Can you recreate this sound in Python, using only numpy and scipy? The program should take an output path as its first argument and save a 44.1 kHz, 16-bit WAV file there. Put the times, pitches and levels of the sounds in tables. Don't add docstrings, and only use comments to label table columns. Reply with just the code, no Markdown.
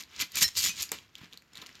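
import sys
import numpy as np
from scipy import signal
from scipy.io import wavfile
from scipy.ndimage import uniform_filter1d

SR = 44100
rng = np.random.default_rng(int(sys.argv[2]) if len(sys.argv) > 2 else 0)


def output_pcm(signal):
    pcm = np.clip(np.atleast_2d(signal).T, -1, 1) * 32767
    wavfile.write(sys.argv[1], SR, np.round(pcm).astype(np.int16))


N = 79380
TIME_S = np.arange(N) / SR
RING_S = TIME_S[:4096]

PIP_LOW_HZ, PIP_HIGH_HZ = 1955, 6640
HITS_PER_S, HIT_SPREAD_DB, EVEN_S = 2000, 3.5, 0.0037
RING_DB, PIP_DB = -7.5, -7
# t/s, clatter level/dB, top treble lift/dB
SHAKING = [(0, -49.5, 2), (.012, -44.5, 3.5), (.025, -91, -32), (.11, -63.5, -26), (.186, -48, -20),
           (.195, -37.5, -1), (.215, -32.5, 6), (.238, -41, -22), (.252, -72, -17), (.333, -54, -19),
           (.352, -37.5, -18), (.38, -31, 7), (.404, -38.5, 1.5), (.414, -28, 2), (.431, -20.5, 4.5),
           (.452, -45, 13), (.472, -57.5, -10), (.5, -76, -9), (.55, -50.5, -5), (.563, -33, -9),
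           (.574, -24.5, 1), (.617, -34, 4), (.642, -25, 0.5), (.695, -34.5, 1), (.712, -44.5, -5),
           (.745, -49.5, -7), (.808, -32.5, -6), (.836, -49, 6.5), (.91, -66, -6), (.924, -43, -10),
           (.958, -51, -15), (1.07, -77.5, -5)]
# t/s, lift/dB
WOODY_LIFT = [(.22, 7), (.37, 3), (.44, 1), (.59, -8), (.66, 0), (.86, 0.5), (.93, 6)]


def clatter(count=96):
    spread = np.clip(rng.standard_normal(N), -2, 2)
    hits = (rng.random(N) < HITS_PER_S / SR) * amp(HIT_SPREAD_DB * spread)
    window = np.exp(-.5 * ((RING_S - RING_S.mean()) / EVEN_S) ** 2)
    density = abs(signal.fftconvolve(hits ** 2, window / window.sum(), "same"))
    hits = hits / np.sqrt(density * CLICK_S * SR + 1e-6)
    hits = hits * amp(curve(SHAKING)) * rng.choice([-1, 1], N)
    tiles = []
    for hz in np.geomspace(PIP_LOW_HZ, PIP_HIGH_HZ, count):
        tiles.append(unit_click(tile(RING_DB) + amp(PIP_DB) * rng.exponential() * pip(hz)))
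    which, out = rng.integers(0, count, N), np.zeros(N)
    for at in np.flatnonzero(hits):
        add(out, at / SR, hits[at] * tiles[which[at]])
    bright = brighten(out, curve(SHAKING, index=2))
    return deepen(bright, curve(WOODY_LIFT))


CLACK_RING_DB, REBOUND_S, REBOUND_DB = -9, .0011, -3.5
# t/s, level/dB, top treble lift/dB
HARD_CLACKS = [(.0058, -39.5, -9), (0.0237, -45, 0), (0.163, -38, -16), (0.2109, -32.5, 5.5),
               (0.2204, -26.5, 4.5), (0.319, -47.5, 11.5), (0.3560, -40, 20.5), (0.3713, -27.5, 8),
               (0.4109, -25.5, 4.5), (0.4243, -16.5, 2.5), (0.4797, -33, 2), (0.4873, -34, -3),
               (0.553, -35.5, -17), (0.5713, -27.5, -3), (0.671, -31, 5), (0.8225, -32.5, 9.5),
               (0.8282, -28, 4.5), (0.8369, -33.5, -1), (0.9176, -36, 17), (1.5337, -49, -11),
               (1.6623, -41.5, -7), (1.6672, -42.5, -5), (1.7536, -44.5, -11)]


def clacks():
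    out = np.zeros(N)
    for s, db, lift_db in HARD_CLACKS:
        clack = tile(CLACK_RING_DB)
        add(clack, REBOUND_S, amp(REBOUND_DB) * tile(CLACK_RING_DB))
        add(out, s, amp(db) * brighten(unit_click(clack), lift_db))
    return out


CONTACT_S, TILE_T60_S = 0.001, .04
# f/Hz, level/dB
CONTACT_SPECTRUM = [(30, -28), (100, -13.5), (400, -15.5), (750, -18), (1100, -8), (1500, -10.5),
                    (2400, -4), (4200, 3), (6900, 1.5), (7900, -3.5), (10500, -13.5), (13500, -14),
                    (16000, -24.5)]


def tile(ring_db):
    ring = 0
    for pitch, strength in rng.random((2, 2)):
        ring = ring + 2 * strength ** 2 * mode(pip_hz(pitch), TILE_T60_S)
    return unit_click(burst(CONTACT_S, CONTACT_SPECTRUM) + amp(ring_db) * ring)


def mode(hz, t60_s):
    return np.exp(-np.log(1000) * RING_S / t60_s) * np.sin(2 * np.pi * (hz * RING_S + rng.random()))


def burst(decay_s, spectrum):
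    noise = rng.standard_normal(len(RING_S)) * np.exp(-RING_S / decay_s)
    return unit_click(colour(noise, spectrum))


PIP_DECAY_S = 0.00023


def pip(hz):
    u = RING_S / PIP_DECAY_S
    return unit_click(u ** 2 * np.exp(-u) * np.sin(2 * np.pi * hz * RING_S))


def pip_hz(pitch):
    return PIP_LOW_HZ * (PIP_HIGH_HZ / PIP_LOW_HZ) ** pitch


TONE_S = .032
# t/s, level/dB, f/Hz
SHORT_TONES = [(.44, -26.5, 1865), (.437, -17.5, 5400), (.44, -23, 4100), (.587, -24, 4700),
               (.694, -28, 2500), (.69, -27, 6150)]


def short_tones():
    out = np.zeros(N)
    fade = np.cos(np.pi / 2 * np.minimum(RING_S / TONE_S, 1))
    for s, db, hz in SHORT_TONES:
        add(out, s, amp(db) * unit_click(fade * np.sin(2 * np.pi * hz * RING_S)))
    return out


KNOCK_SCRAPE_S, KNOCK_SCRAPE_DB = 0.016, 0.5
# t/s, level/dB
TABLE_KNOCKS = [(0.9191, -31.5), (1.624, -44.5)]
# f/Hz, level/dB
KNOCK_SPECTRUM = [(40, -20), (380, 1), (640, -9), (980, -1), (1500, -6), (3200, -4), (8000, -28)]


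def knocks():
    out = np.zeros(N)
    blow = unit_click(colour(signal.unit_impulse(len(RING_S)), KNOCK_SPECTRUM))
    for s, db in TABLE_KNOCKS:
        scrape = burst(KNOCK_SCRAPE_S, KNOCK_SPECTRUM)
        add(out, s, amp(db) * (blow + amp(KNOCK_SCRAPE_DB) * scrape))
    return out


BUMP_S, BUMP_SNAP = 0.0036, 0.42
# t/s, level/dB, f/Hz
BAG_BUMPS = [(.222, -42.5, 252), (0.419, -36.5, 167), (0.461, -44, 100), (.69, -40, 195),
             (1.2137, -44.5, 143), (1.2336, -48, 195)]


def bumps():
    out, u = np.zeros(N), RING_S / BUMP_S
    for s, db, hz in BAG_BUMPS:
        push = u * np.exp(1 - u) * np.sin(2 * np.pi * hz * RING_S)
        add(out, s, amp(db) * (push + BUMP_SNAP * burst(CONTACT_S, KNOCK_SPECTRUM)))
    return out


TICK_SNAP = 0.44
# t/s, level/dB, f/Hz
MUFFLED_TICKS = [(0.0364, -45, 4170), (.8918, -41, 4740), (0.9872, -43.5, 3080), (1.154, -38.5, 3310),
                 (1.183, -49.5, 3930), (1.245, -51.5, 3860), (1.327, -46, 3120), (1.333, -42.5, 3800),
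                 (1.3742, -39.5, 4400), (1.4219, -55, 2215), (1.5552, -42.5, 3930), (1.5723, -41.5, 3920),
                 (1.579, -43.5, 4100), (1.617, -42.5, 3900), (1.62, -43.5, 3580), (1.692, -46.5, 2290)]


def ticks():
    out = np.zeros(N)
    for s, db, hz in MUFFLED_TICKS:
        add(out, s, amp(db) * (pip(hz) + TICK_SNAP * burst(CONTACT_S, CONTACT_SPECTRUM)))
    return out


THUD_DB, THUD_FOLLOW_DB_PER_DB = -36, 0.59
# f/Hz, level/dB
FLAP_SPECTRUM = [(22, -38), (45, -15.5), (80, 2), (120, -3.5), (190, -2.5), (300, -14.5), (900, -27)]


def flaps():
    flap = evened(colour(rng.standard_normal(N), FLAP_SPECTRUM))
    return flap * amp(THUD_DB + THUD_FOLLOW_DB_PER_DB * curve(SHAKING))


FIBRE_S, FIBRE_SPREAD_DB = .001, 5
# t/s, level/dB
RUBBING = [(0, -55.5), (.07, -65.5), (.14, -56.5), (.3, -66.5), (.97, -58.5), (1.12, -72), (1.18, -56),
           (1.25, -57), (1.3, -65), (1.34, -56), (1.41, -76.5), (1.49, -72.5), (1.58, -51.5), (1.66, -57),
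           (1.8, -58)]
# f/Hz, level/dB
CLOTH_SPECTRUM = [(35, -18.5), (130, 2.5), (260, 3), (600, -10), (1100, -2.5), (2200, 2), (4000, -3.5),
                  (6900, -11), (8000, -19), (16000, -34.5)]


def rubbing():
    grip = evened(uniform_filter1d(rng.standard_normal(N), size=round(FIBRE_S * SR)))
    slips = rng.standard_normal(N) * amp(FIBRE_SPREAD_DB * grip)
    return evened(colour(slips, CLOTH_SPECTRUM)) * amp(curve(RUBBING))


NUDGES_PER_S, NUDGE_DB = 300, -6


def nudges():
    out, level_db = np.zeros(N), curve(RUBBING)
    chance, pitch, strength = rng.random((3, N))
    for at in np.flatnonzero(chance < NUDGES_PER_S / SR):
        gain = amp(level_db[at] + NUDGE_DB) * 2 * strength[at] ** 2
        add(out, at / SR, gain * pip(pip_hz(pitch[at])))
    return out


ROOM_DB, ECHO_S, ECHO_DB = -12, .003, -15.5
# f/Hz, T60/s
ROOM_DECAY = [(200, 0.24), (3700, 0.2), (12000, 0.16)]


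def room(x):
    taps = rng.standard_normal(SR // 2) * (rng.random(SR // 2) < .12)
    hz, t, bands = signal.stft(taps, SR, nperseg=256)
    decay = np.exp(-np.log(1000) * t / read(ROOM_DECAY, hz)[:, None])
    tail = signal.istft(bands * decay, SR, nperseg=256)[1]
    response = np.zeros(SR // 2)
    response[0] = 1
    add(response, ECHO_S, amp([ECHO_DB]))
    add(response, ECHO_S, amp(ROOM_DB) * tail / np.linalg.norm(tail))
    return signal.fftconvolve(x, response)[:N]


AIR_DB = -68
# f/Hz, level/dB
AIR_SPECTRUM = [(20, -16.5), (75, 7.5), (250, 1.5), (600, -6.5), (2000, -6), (9000, -37.5)]


def air():
    return amp(AIR_DB) * evened(colour(rng.standard_normal(N), AIR_SPECTRUM))


def amp(db):
    return 10 ** (np.asarray(db) / 20)


def evened(x):
    return x / np.sqrt(np.mean(x ** 2) + 1e-20)


CLICK_S = .002


def unit_click(x):
    return x * np.sqrt(CLICK_S * SR / np.sum(x ** 2))


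def read(points, hz):
    f, value = np.transpose(points)
    return np.interp(np.log(hz + 1), np.log(f), value)


def curve(rows, index=1):
    columns = np.transpose(rows)
    return np.interp(TIME_S, columns[0], columns[index])


def add(mix, s, sound):
    part = mix[max(round(s * SR), 0):][:len(sound)]
    part += sound[:len(part)]


def colour(x, spectrum):
    log_gain = np.log(amp(read(spectrum, abs(np.fft.fftfreq(4096, 1 / SR)))))
    taps = np.fft.ifft(np.exp(np.conj(signal.hilbert(log_gain)))).real
    return signal.fftconvolve(x, taps[:2048])[:len(x)]


TREBLE_HZ, BODY_HZ = 7280, 3430


def brighten(x, lift_db):
    high_pass = signal.butter(2, TREBLE_HZ, "high", fs=SR, output="sos")
    top = signal.sosfiltfilt(high_pass, x, padtype=None)
    return x + (amp(lift_db) - 1) * top


def deepen(x, lift_db):
    low_pass = signal.butter(2, BODY_HZ, fs=SR, output="sos")
    low = signal.sosfiltfilt(low_pass, x, padtype=None)
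    return x + (amp(lift_db) - 1) * low


def scene():
    tiles = clatter() + clacks() + ticks() + nudges()
    bag = knocks() + bumps() + flaps() + rubbing()
    return (room(tiles + short_tones() + bag) + air())[None]


EDGE_HZ = 16200
# f/Hz, width/Hz, lift/dB
HOUSING_RINGS = [(7054, 96, 8.5), (12240, 342, 15.5)]


def record(dry):
    for hz, width_hz, lift_db in HOUSING_RINGS:
        b, a = signal.iirpeak(hz, hz / width_hz, fs=SR)
        dry = dry + (amp(lift_db) - 1) * signal.lfilter(b, a, dry)
    low_pass = signal.firwin(255, EDGE_HZ, window=("kaiser", 9), fs=SR)
    return signal.oaconvolve(dry, low_pass[None], "same")


dry = scene()
out = record(dry)
output_pcm(out)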